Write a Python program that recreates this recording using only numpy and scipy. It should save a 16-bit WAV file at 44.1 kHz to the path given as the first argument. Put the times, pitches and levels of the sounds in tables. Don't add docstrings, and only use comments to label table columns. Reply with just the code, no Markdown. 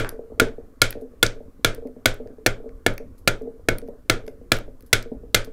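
import sys
import numpy as np
from scipy import signal
from scipy.fft import rfft, irfft, next_fast_len
from scipy.io import wavfile
from scipy.ndimage import uniform_filter1d

SR = 44100
rng = np.random.default_rng(int(sys.argv[2]) if len(sys.argv) > 2 else 0)


def how_loud(loudness_db):
    steps = np.asarray(loudness_db, float) / 20
    return 10 ** steps


def unload_wav(signal):
    wavfile.write(
        sys.argv[1],
        SR,
        np.round(np.clip(np.atleast_2d(signal).T, -1, 1) * 32767).astype(np.int16),
    )


N = 243538
LEAD = SR // 20


def unit(x):
    return x / np.sqrt(np.mean(x ** 2) + 1e-20)


def peak(x):
    return x / np.max(np.abs(x))


def along(points, hz):
    f, v = np.transpose(points)
    return np.interp(np.log(hz + 1), np.log(f + 1), v)


def filtered(x, response):
    m = next_fast_len(len(x) + min(len(x), SR // 4))
    return irfft(rfft(x, m) * response(np.fft.rfftfreq(m, 1 / SR)), m)[:len(x)]


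def colored(x, points):
    return filtered(x, lambda f: how_loud(along(points, f)))


def modes(table):
    def response(f):
        total = 0
        for k, (c, w, db) in enumerate(table):
            total = total + (-1) ** k * how_loud(db) * 1j * f * w / (c * c - f * f + 1j * f * w)
        return total
    return response


def below(hz, edge_hz):
    return lambda f: 1 / (1 + np.exp(np.clip((f - hz) / edge_hz, -50, 50)))


def add(track, s, x):
    part = track[max(round(s * SR) + LEAD, 0):][:len(x)]
    part += x[:len(part)]


def near(hz):
    return hz * (1 + 0.012 * rng.normal())


# f/Hz, t60/s
ROOM_T60 = [(100, 0.15), (300, 0.32), (1500, 0.22), (4000, 0.19), (8000, 0.18), (15000, 0.077)]


def shop(colour):
    hz, t, z = signal.stft(rng.standard_normal(SR // 3), SR, nperseg=256)
    level_db = colour(hz)[:, None] - 60 * t / along(ROOM_T60, hz)[:, None]
    tail = signal.istft(z * how_loud(level_db), SR, nperseg=256)[1]
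    tail *= 1 - np.exp(-(np.arange(len(tail)) / SR / 0.0076) ** 2)
    return tail / np.linalg.norm(tail)


# f/Hz, level/dB
WALLS = [(100, -1.5), (400, -6.5), (1000, 3), (1500, 1.5), (4000, -5), (8000, -1), (16000, -8.5)]


def echoed(x, db):
    wet = how_loud(db) * signal.fftconvolve(x, shop(lambda hz: along(WALLS, hz)))
    add(wet, -LEAD / SR, x)
    return wet


def fibres(cut_ms):
    t = np.arange(SR // 8) / SR
    cut = (1 - np.exp(-t / 0.0001)) * np.exp(-(t / (cut_ms / 1000)) ** 3)
    cracks = cut * rng.standard_normal(len(t)) * how_loud(0.73 * rng.standard_normal(len(t)))
    cracks[:6] += 4
    return cut, cracks


def ring(cracks, hz, width_hz):
    early = np.exp(-np.arange(len(cracks)) / SR * hz / 14)
    return peak(filtered(cracks * early, modes([(near(hz), width_hz, 0)])))


# f/Hz, level/dB per Hz
SPLINTER = [(3000, -31), (5500, -0.5), (6800, 12.5), (8000, -15), (11000, -0.5), (15000, -2), (17000, -25)]
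# f/Hz, width/Hz
BLOCK = [(340, 110), (480, 120), (630, 140)]
# f/Hz, width/Hz
TOOL = [(1410, 83), (1690, 120), (2300, 410), (3330, 260), (3950, 200)]
# f/Hz, width/Hz, level/dB at crispness 0
EDGE = [(2153, 93, -11.5), (2680, 540, -6), (3680, 300, -7), (4420, 820, -9), (4600, 1500, -12.5),
        (5600, 700, -15.5)]
# f/Hz, width/Hz, level of the subtracted resonance/dB
GAP = [(1145, 600, -1.5)]


def bite(cut, cracks, crisp_db, face_db, haft_db):
    blade_db = [g + 1.3 * crisp_db for g in (-3.5, -10)]
    tool_db = [face_db, -16.5, haft_db] + blade_db
    tear = peak(colored(rng.standard_normal(len(cut)), SPLINTER))
    blow = np.sqrt(cut) * how_loud(crisp_db - 8.5) * tear
    for (hz, width), g in zip(BLOCK, (-22.5, -19, -22.5)):
        blow += how_loud(g + 14) * ring(cracks, hz, width)
    for (hz, width), g in zip(TOOL, tool_db):
        blow += how_loud(g + 11.5) * ring(cracks, hz, width)
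    for hz, width, g in EDGE:
        level_db = g + 1.5 * crisp_db + 9.5 + 1.8 * rng.normal()
        blow += how_loud(level_db) * ring(cracks, near(hz), width)
    return filtered(blow, lambda f: 1 - modes(GAP)(f))


# f/Hz, width/Hz, level/dB
LINGER = [(1400, 20, 0), (1500, 20, -1), (1690, 24, -6), (2070, 22, -7), (2200, 20, -3), (2390, 24, -5),
          (3320, 32, -9)]


def linger(cracks):
    slow = []
    for hz, width, g in LINGER:
        level_db = g - hz / 400 + 3 * rng.normal()
        slow.append((hz * (1 + 0.0035 * rng.normal()), 0.8 * width, level_db))
    return peak(filtered(np.pad(cracks, (0, SR // 8)), modes(slow)))


# f/Hz, level/dB per Hz
ANSWER = [(88, -26.5), (150, -1), (361, -2.5), (514, 0), (998, -27), (1210, -15), (1450, -6.5), (1940, -18),
          (2310, -13), (2760, -23.5), (3290, -17), (3920, -23), (4410, -26), (12700, -39), (16000, -44.5)]


def answer(crisp_db):
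    tilt_db_per_octave = 4.5 + 0.3 * crisp_db
    sheen_db = 4

    def colour(f):
        octaves = np.log2(np.minimum(f + 100, 5000) / 1500)
        return along(ANSWER, f) + tilt_db_per_octave * octaves + sheen_db * f / 10000
    return shop(colour)


# f/Hz, level/dB, first crest/ms, t60/s
SWAY = [(20, 1, 12, 0.41), (9.8, -8, 65, 1)]


def bench():
    t = np.arange(SR // 2) / SR
    thump_db, thump_hz, sway_db, lag_ms = -25, 113.33, -23, -2.3
    thump = how_loud(thump_db + 5 - 60 * t / 0.24) * (1 - np.exp(-t / 0.0049))
    out = thump * np.sin(2 * np.pi * (near(thump_hz) * t + rng.random()))
    low = how_loud(thump_db - 3 - 60 * t / 0.25) * (1 - np.exp(-t / 0.012))
    out += low * np.sin(2 * np.pi * (0.64 * thump_hz * t + rng.random()))
    for hz, mode_db, crest_ms, t60 in SWAY:
        swing = np.cos(2 * np.pi * hz * (t - (crest_ms + lag_ms) / 1000))
        out += how_loud(sway_db + mode_db + 3.5 - 60 * t / t60) * (1 - np.exp(-(t / 0.013) ** 2)) * swing
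    return out


# t/s, crispness/dB, cut face level/dB, haft level/dB, cut length/ms
BLOWS = [(-0.013, -11, -9, -9.5, 4.8), (0.399, -8.5, -6, -5, 5.4), (0.8177, 1, -6.5, -8, 5),
         (1.2288, -4, -9.5, -14.5, 7.1), (1.6471, -5.5, -13, -11.5, 4.3), (2.0579, -5.5, -12, -8, 5),
         (2.463, -10.5, -17, -10, 11), (2.8644, -15, -17, -13, 6), (3.276, -9.5, -12, -8, 10.9),
         (3.687, -17, -14.5, -18, 5.1), (4.0983, -10, -14.5, -9, 5.9), (4.5191, -8.5, -17, -4.5, 5.4),
         (4.93, -1.5, -8, -1.5, 7.3), (5.346, -2.5, -16.5, -7.5, 7.4)]


def adze():
    out = np.zeros(N + SR)
    for s, crisp_db, face_db, haft_db, cut_ms in BLOWS:
        room_db = -30 + 0.067 * crisp_db
        cut, cracks = fibres(cut_ms)
        add(out, s - 0.0004, bite(cut, cracks, crisp_db, face_db, haft_db))
        add(out, s, how_loud(room_db + 15) * linger(cracks))
        add(out, s, how_loud(room_db + 37.5) * answer(crisp_db))
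        add(out, s, bench())
    return out


# t/s, rms level/dB, length/s
SCUFFS = [
    (3.179, -61, 0.053),
    (4.861, -60, 0.046),
    (1.011, -58.5, 0.024),
    (1.868, -66, 0.022),
    (4.273, -63, 0.069),
    (5.445, -50.5, 0.025),
]
# f/Hz, level/dB per Hz
SHAVING = [(800, -30.5), (2000, -7), (5000, 3), (8000, 0), (11500, 11.5), (15500, -3)]


def debris():
    grains = np.zeros(N + SR)
    t = np.arange(SR // 8) / SR
    for s, db, length in SCUFFS:
        grainy = how_loud(db - 26 * t / length + 2.6 * rng.standard_normal(len(t)))
        add(grains, s, grainy * (1 - np.exp(-t / 0.0014)) * rng.standard_normal(len(t)))
    t = np.arange(SR // 200) / SR
    for s, db, *_ in BLOWS:
        for when, size in rng.random((10, 2)):
            crumb = how_loud(db - 15 - 75 * when - 32 * size - 60 * t / 0.0025)
            add(grains, s + 0.0034 + 0.09 * when, crumb * rng.standard_normal(len(t)))
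    return colored(grains, SHAVING)


# f/Hz, level/dB per Hz
FLOOR = [(12, -35.5), (20, -3.5), (42, -7.5), (86, -11.5), (160, -25), (244, -22), (372, -27.5), (452, -27),
         (888, -41.5), (1110, -36.5), (2970, -54.5), (15200, -54.5), (16500, -71)]


def floor():
    floor_db, patchy_db = -46.5, 3.5
    hz, _, z = signal.stft(rng.standard_normal(N), SR, nperseg=512)
    field = uniform_filter1d(rng.standard_normal(z.shape), 4, 0)
    field = unit(uniform_filter1d(field, 12, 1))
    patches = how_loud(patchy_db * field / (1 + (hz[:, None] / 2500) ** 2))
    air = signal.istft(z * patches, nperseg=512)[1][:N]
    return how_loud(floor_db) * unit(colored(air, FLOOR))


ROCK_HZ = (256.8, 454.2, 564)


def rattle():
    level_db, fade_db_per_s, taps_per_s = -47.5, 28, 150
    struck, now = np.transpose(BLOWS)[0], np.arange(N) / SR
    since = now - struck[np.maximum(np.searchsorted(struck, now) - 1, 0)]
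    taps = (rng.random(N) < taps_per_s / SR) * how_loud(5 * rng.standard_normal(N))
    body = modes([(ROCK_HZ[0], 40, -4), (ROCK_HZ[1], 40, 0), (ROCK_HZ[2], 90, -8)])
    soft = filtered(taps, lambda f: body(f) / (1 + 1j * f / 500) ** 5)
    return how_loud(level_db - fade_db_per_s * since) * unit(soft)


# t/s, peak level/dB, t60/s
RETURNS = [(0.124, -31, 0.044), (0.518, -47, 0.22), (0.953, -31, 0.096), (1.36, -38, 0.11),
           (1.78, -33, 0.12), (2.2, -32, 0.17), (2.601, -35, 0.11), (3.001, -34, 0.19), (3.412, -30, 0.18),
           (3.824, -35.5, 0.25), (4.237, -40.5, 0.17), (4.679, -38, 0.1), (5.058, -34, 0.11),
           (5.473, -36.5, 0.13)]
# t/s, peak level/dB, t60/s
BOUNCES = [(0.139, -37, 0.26), (0.192, -24.5, 0.062), (0.301, -39, 0.12), (0.319, -31.5, 0.056),
           (.376, -40, 0.13), (0.416, -9.5, 0.059), (0.582, -29, 0.083), (0.967, -33.5, 0.18),
           (0.994, -38, 0.099), (1.02, -31.5, 0.17), (1.135, -43, 0.1), (1.405, -37, 0.099),
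           (1.823, -36, 0.21), (1.852, -29, 0.19), (1.964, -39, 0.1), (2.258, -32.5, 0.091),
           (2.301, -39.5, .065), (2.383, -38.5, 0.13), (2.642, -35, 0.097), (2.658, -34, 0.2),
           (3.431, -34, 0.081), (3.455, -35, 0.081), (3.474, -28.5, 0.13), (3.595, -42, 0.084),
           (3.885, -28, 0.075), (4.169, -35, 0.056), (4.277, -31, 0.12), (4.413, -38, 0.058),
           (5.117, -27, 0.078), (5.234, -36, 0.09)]


def rocking():
    out, t = np.zeros(N + SR), np.arange(SR // 5) / SR
    add(out, 0, rattle())
    for s, db, t60 in RETURNS + BOUNCES:
        detune = 1 + 0.02 * rng.standard_normal(3)
        mode_db = (-10.5, 0, -13) + 5 * rng.standard_normal(3) * [1, 0, 1]
        knock = np.zeros(len(t))
        for hz, d, g, share in zip(ROCK_HZ, detune, mode_db, (1.1, 0.7, 0.6)):
            knock += how_loud(g - 60 * t / (t60 * share)) * np.sin(2 * np.pi * hz * d * t)
        knock *= how_loud(db + 6) * (1 - np.exp(-(t / 0.0015) ** 2))
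        add(out, s, echoed(knock, db=-9))
    return out


# t/s, peak level/dB, dull part level/dB rel, top part level/dB rel
CHIPS = [(0.0694, -44, -5, -16), (0.0909, -26.5, -2.5, 7.5), (0.4845, -49, 8, -9), (0.906, -31.5, 1, 12),
         (0.9264, -34, 8, -6), (1.0116, -57.5, -7.5, -5), (1.264, -11, -27, -25), (1.747, -38, -3, 5),
         (1.872, -52, 1.5, 2.5), (2.1416, -48, -11, 12.5), (2.273, -55.5, 10, -7), (2.691, -61, 16, -19),
         (2.9374, -52, 2, 9), (2.9791, -34, 7.5, 2.5), (3.0715, -69, 1.5, -8), (3.4201, -52.5, -9.5, 3),
         (3.7841, -33, -2.7, 8.5), (3.8168, -64, 21, -12), (3.8772, -56, 3, 6), (3.8857, -57, -5, 7.5),
         (4.265, -48.5, 0, 3), (4.279, -43.5, 8.5, -7.5), (4.5674, -40, 13, 5), (4.5865, -36.5, 5, 6),
         (4.6114, -51.5, -2, -15), (4.6374, -66.5, -1.5, -9), (4.8066, -50.5, -2.5, 7),
         (4.824, -54, -5.5, 8), (5.0254, -33, -15, -6.5), (5.446, -34.5, -19, -6.5)]


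def chips():
    out, t = np.zeros(N + SR), np.arange(SR // 20) / SR
    chip_t60_s = 0.007
    lump = modes([(450, 260, 27), (1534, 190, 32), (2140, 1400, 20)])
    offcut = how_loud(-17) * peak(filtered(np.exp(-t / 0.0001), lump))
    add(out, 0.047, echoed(offcut, db=-7))
    for s, db, dull_db, top_db in CHIPS:
        spikes = how_loud(5.7 * rng.standard_normal(len(t)) - 60 * t / chip_t60_s)
        puff = rng.standard_normal(len(t)) * spikes * (1 - np.exp(-t / 0.0009))
        hz = np.array([1430, 2100, 4400, 6500, 10500, 14000]) * (1 + 0.05 * rng.standard_normal(6))
        dull = modes([(850, 300, -8), (hz[0], 250, -2), (hz[1], 550, 0)])
        bright = modes([(hz[2], 1800, 0), (hz[3], 2500, -3 + 4 * rng.normal())])
        top = modes([(hz[4], 2500, 0), (hz[5], 2500, 0)])
        tick = how_loud(dull_db) * peak(filtered(puff, dull))
        tick += peak(filtered(puff, bright))
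        tick += how_loud(top_db) * peak(filtered(puff, top))
        add(out, s, echoed(how_loud(db) * tick, db=-17))
    return out


def scene():
    sources = adze() + debris() + rocking() + chips()
    return (sources[LEAD:LEAD + N] + floor())[None]


def low_pass(x):
    return signal.sosfilt(signal.butter(12, 16840, fs=SR, output="sos"), x)


def record(dry):
    clip_top = 0.55
    heard = filtered(dry[0], below(15900, 90))
    clipped = heard / (1 + np.abs(heard / clip_top) ** 8) ** (1 / 8)
    mix = filtered(clipped, below(16300, 250))[None]
    return low_pass(mix)


dry = scene()
out = record(dry)
unload_wav(out)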